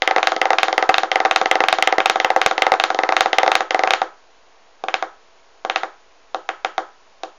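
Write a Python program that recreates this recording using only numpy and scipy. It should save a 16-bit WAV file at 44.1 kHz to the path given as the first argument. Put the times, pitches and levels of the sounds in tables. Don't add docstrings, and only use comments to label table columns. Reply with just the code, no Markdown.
import sys
import numpy as np
from scipy import signal
from scipy.fft import rfft, irfft
from scipy.io import wavfile
from scipy.ndimage import uniform_filter1d

SR = 44100
rng = np.random.default_rng(int(sys.argv[2]) if len(sys.argv) > 2 else 0)


def transcribe(u):
    v = np.clip(np.atleast_2d(u).T, -1, 1)
    q = np.round(v * 32767).astype(np.int16)
    wavfile.write(sys.argv[1], SR, q)


N = 325458

# (frequency [Hz], relative level [dB])
AIR_SPECTRUM = [(15, -55), (25, -11.5), (33, -5.5), (66, -9.5), (123, -23.5), (339, -8.5), (411, -6.5),
                (442, -4.5), (590, -5.5), (650, -3.5), (1030, -4), (1110, -7.5), (1190, -7), (6920, -18.5),
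                (8000, -44.5), (10400, -56), (17600, -120)]
# (pitch [Hz], relative level [dB])
FAN_TONES = [(452.2, -69.5), (516.8, -75), (656.8, -65.5), (1093, -67)]
# (little finger time [s], ring time [s], middle time [s], index time [s], hand [0 near, 1 far],
#  accent [dB], little finger flatness [ratio], ring finger flatness [ratio])
FINGER_ROLLS = [(0.0201, 0.0752, .1101, .1618, 0, -0.47, 0.69, 0.96),
                (0.1818, .229, .271, .3189, 1, 0.04, 1.02, 1.16),
                (.3638, .4149, .4547, .5044, 0, 0.58, 1.64, 1.01),
                (.5314, .5846, .6309, .6822, 1, 0.54, 1.22, 0.91),
                (0.7276, 0.7789, .8253, .891, 0, 1.3, 1.42, 1.05),
                (0.8949, .9417, .9815, 1.033, 1, -0.1, 0.97, 0.93),
                (1.1158, 1.157, 1.202, 1.2501, 0, 0, 0.85, 1.09),
                (1.2565, 1.3105, 1.36, 1.414, 1, 0.15, 1.2, 1.22),
                (1.4577, 1.5125, 1.5545, 1.6042, 0, 0.77, 1.09, 0.85),
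                (1.6379, 1.6845, 1.7266, 1.7851, 1, 0, 0.95, 0.89),
                (1.8242, 1.8733, 1.9249, 1.9823, 0, -.3, 0.46, 0.87),
                (2.003, 2.0581, 2.0976, 2.1577, 1, -0.46, 0.88, .82),
                (2.2, 2.2458, 2.3027, 2.3619, 0, -0.14, .85, 1),
                (2.362, 2.415, 2.4618, 2.511, 1, 0.5, 1.34, 0.89),
                (2.579, 2.6204, 2.6659, 2.7186, 0, 1, 1.14, 0.84),
                (2.7383, 2.7984, 2.8379, 2.9025, 1, 0.1, 1.17, 1.06),
                (2.946, 2.9885, 3.0343, 3.09, 0, -.5, 1.7, 1.3),
                (3.1228, 3.1656, 3.2071, 3.2583, 1, 1.5, 1.15, 1.09),
                (3.3301, 3.3839, 3.4314, 3.4776, 0, 1.15, 0.88, 0.88),
                (3.4627, 3.5166, 3.5528, 3.6059, 1, -0.35, 1.33, 1.04),
                (3.707, 3.7452, 3.7922, 3.8354, 0, 0.08, 0.99, 1.29),
                (3.8737, 3.9064, 3.9352, 4.0168, 1, -1.54, 0.98, 0.89),
                (4.8382, 4.884, 4.9409, 5.0249, 1, -4.5, 1.82, 1.43),
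                (5.6491, 5.6978, 5.7591, 5.8328, 1, -3.5, 1.46, 1.15)]
# (strength [dB], contact time [ms], nail tick [dB])
NEAR_TOUCH = [(-0.6, 0.54, -19.5), (4, 0.53, -24.5), (4, 0.68, -26), (5.5, 0.68, -27)]
# (strength [dB], contact time [ms], nail tick [dB])
FAR_TOUCH = [(3, 0.59, -24), (1.6, 0.37, -17.5), (2.5, 0.38, -14.5), (5, 0.77, -26)]
# (pitch [Hz], t60 [s], level under near hand [dB], level under far hand [dB])
DESK_MODES = [(257, 0.012, -50.5, -28), (397.6, 0.035, -19, -19.5), (505, 0.025, -28, -14.5),
              (504, 0.11, -18, -19), (717, 0.058, -15.5, -16), (726.8, 0.015, 2.5, 1.5),
              (797, 0.015, 2, 1.5), (845.3, 0.036, -27, -19), (1157, 0.014, -35, -12),
              (1145.5, 0.079, -20, -26.5), (1300, 0.013, -15, -8.5), (1440, 0.014, -8.5, -4.5),
              (1617, 0.012, -6.5, -5), (2020, 0.011, 5.5, 0), (2623, 0.0044, 12, 14),
              (2682, 0.0099, 10, 9.5), (3138, 0.013, 2.5, -4), (3717, 0.0077, 7, 7.5),
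              (4760, 0.0016, 13.5, 9), (6400, 0.0031, 3.5, 1)]
# (frequency [Hz], level [dB], t60 [s])
REVERB_BANDS = [(178, -26, 0.4), (284, -4.5, 0.22), (332, 10, 0.21), (413, 15, 0.25), (530, 12, 0.19),
                (790, 18.5, 0.31), (920, 16.5, 0.18), (1500, 18.5, 0.32), (2354, 14.5, 0.34),
                (3250, 22, 0.24), (5030, 15, 0.19), (6800, 10, 0.28)]
# (pitch [Hz], level [dB], t60 [s])
CORNER_MODES = [(328.6, -38, 0.17), (429.7, -34.5, 0.14), (518, -21.5, 0.12), (660.7, -56.5, 0.072),
                (782.5, -27.5, 0.22), (863, -38.5, 0.22), (988, -38.5, 0.4), (1291, -33, 0.37)]
# (time [s], strength [dB], contact time [ms], nail
# tick [dB])
CLOSING_TAPS = [(6.3453, 2.5, 0.94, -28.5), (6.4895, -1.5, 0.54, -23.5), (6.647, -0.5, .54, -21),
                (6.7796, 4.5, 0.8, -28), (7.2338, -1, 1.04, -25)]


def undb(db):
    return 10 ** (np.asarray(db) / 20)


def fade(t, t60):
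    return np.exp(-np.log(1000) * t / t60)


def add(track, start, sound):
    i = int(start * SR)
    track[i:i + len(sound)] += sound[:len(track) - i]


def butter(x, hz, kind, order):
    return signal.sosfilt(signal.butter(order, hz, kind, fs=SR, output="sos"), x)


def fan_and_hiss(air_db=-54, tone_trim_db=-2, waver_hz=1.8):
    hz, db = np.transpose(AIR_SPECTRUM)
    log_hz = np.log(np.maximum(np.fft.rfftfreq(N, 1 / SR), 1))
    colour = undb(np.interp(log_hz, np.log(hz), db))
    air = irfft(colour * rfft(rng.standard_normal(N)), N)
    bed = undb(air_db) * air / air.std()
    for tone_hz, tone_db in FAN_TONES:
        drift = uniform_filter1d(rng.standard_normal(N), SR // 10)
        phase = 2 * np.pi * np.cumsum(tone_hz + waver_hz * drift / drift.std()) / SR
        bed += np.sqrt(2) * undb(tone_db + tone_trim_db) * np.sin(phase)
    return bed


def roll_taps(hand, touches, scatter_db=0.55, scatter_contact=0.02):
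    for *landings, played_by, accent_db, little_flatness, ring_flatness in FINGER_ROLLS:
        if played_by != hand:
            continue
        flatnesses = (little_flatness, ring_flatness, 1, 1)
        for start, (db, contact_ms, nail_db), flatness in zip(landings, touches, flatnesses):
            push, give = rng.standard_normal(2)
            doublings = np.log2(flatness)
            db += accent_db + 1.1 * doublings + scatter_db * push
            contact_ms *= flatness * np.exp(scatter_contact * give + 0.0059 * accent_db)
            nail_db += 0.35 * accent_db - 6 * doublings
            yield start, db, contact_ms, nail_db


def finger_force(contact_ms, nail_db):
    ms = np.arange(256) * 1000 / SR
    push = np.sin(np.pi * np.minimum(ms / contact_ms, 1)) ** 2
    force = push / push.sum()
    force[0] += undb(nail_db)
    return force


def desk_ring(hand, spot_db=1.1046, detune=0.0047):
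    modes = np.array(DESK_MODES)
    t = np.arange(SR // 4) / SR
    spot, load = rng.standard_normal((2, len(modes)))
    hz = modes[:, 0] * (1 + detune * load)
    rings = fade(t, t60=modes[:, 1:2]) * np.sin(2 * np.pi * hz[:, None] * t)
    polarity = (-1) ** np.arange(len(modes))
    gains = polarity * undb(modes[:, 2 + hand] + spot_db * spot)
    return gains @ rings


def desk_treble(db=14, t60=0.025, from_hz=2400):
    t = np.arange(2048) / SR
    snap = butter(rng.standard_normal(len(t)), from_hz, "high", order=2) * fade(t, t60)
    return undb(db) * snap / np.linalg.norm(snap)


def drumming(bass_cut_hz=376):
    forces, knocks = np.zeros((2, N)), np.zeros(N)
    near_taps = list(roll_taps(0, NEAR_TOUCH))
    far_taps = list(roll_taps(1, FAR_TOUCH)) + CLOSING_TAPS
    for hand, taps in enumerate((near_taps, far_taps)):
        for start, db, contact_ms, nail_db in taps:
            force = undb(db) * finger_force(contact_ms, nail_db)
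            add(forces[hand], start, force)
            add(knocks, start, signal.fftconvolve(desk_ring(hand), force))
            add(knocks, start, signal.fftconvolve(desk_treble(), force))
    return forces, butter(knocks, bass_cut_hz, "high", order=3)


def standing_waves(force, build_s=0.013):
    t = np.arange(SR // 2) / SR
    rings = sum(undb(db) * fade(t, t60) * np.sin(2 * np.pi * hz * t) for hz, db, t60 in CORNER_MODES)
    swell = np.minimum(t / build_s, 1)
    return signal.fftconvolve(force, rings * swell)[:N]


def room_reverb(force, predelay_s=0.0031, build_s=0.005):
    size = SR // 2
    t = np.arange(size) / SR
    hz, db, t60s = np.transpose(REVERB_BANDS)
    log_hz = np.log(np.maximum(np.fft.rfftfreq(size, 1 / SR), 1))
    colour = undb(np.interp(log_hz, np.log(hz), db))
    spectrum = colour * rfft(rng.standard_normal(size))
    onset = np.clip((t - predelay_s) / build_s, 0, 1)
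    tail = np.zeros(size)
    for solo, t60 in zip(np.eye(len(hz)), t60s):
        band = irfft(spectrum * np.interp(log_hz, np.log(hz), solo), size)
        envelope = onset * fade(t, t60)
        tail += band * envelope / np.linalg.norm(envelope)
    return signal.fftconvolve(force, tail)[:N]


def close_echo(knocks, delay_s=0.00903, db=-9.5, dull_hz=1700):
    echo = np.zeros(N)
    add(echo, delay_s, undb(db) * butter(knocks, dull_hz, "low", order=2))
    return echo


def scene():
    (near_force, far_force), knocks = drumming()
    reverb = room_reverb(near_force) + room_reverb(far_force) + standing_waves(near_force + far_force)
    return (knocks + close_echo(knocks) + reverb + fan_and_hiss())[None]


def record(dry, speech_band_hz=7000, top_hz=16000):
    speech_filter = signal.cheby1(12, 0.3, speech_band_hz, fs=SR, output="sos")
    top_filter = signal.ellip(8, 0.2, 70, top_hz, fs=SR, output="sos")
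    narrow = signal.sosfilt(speech_filter, dry)
    clipped = np.clip(narrow + 0.0024, -1, 1)
    return signal.sosfilt(top_filter, clipped)


dry = scene()
out = record(dry)
transcribe(out)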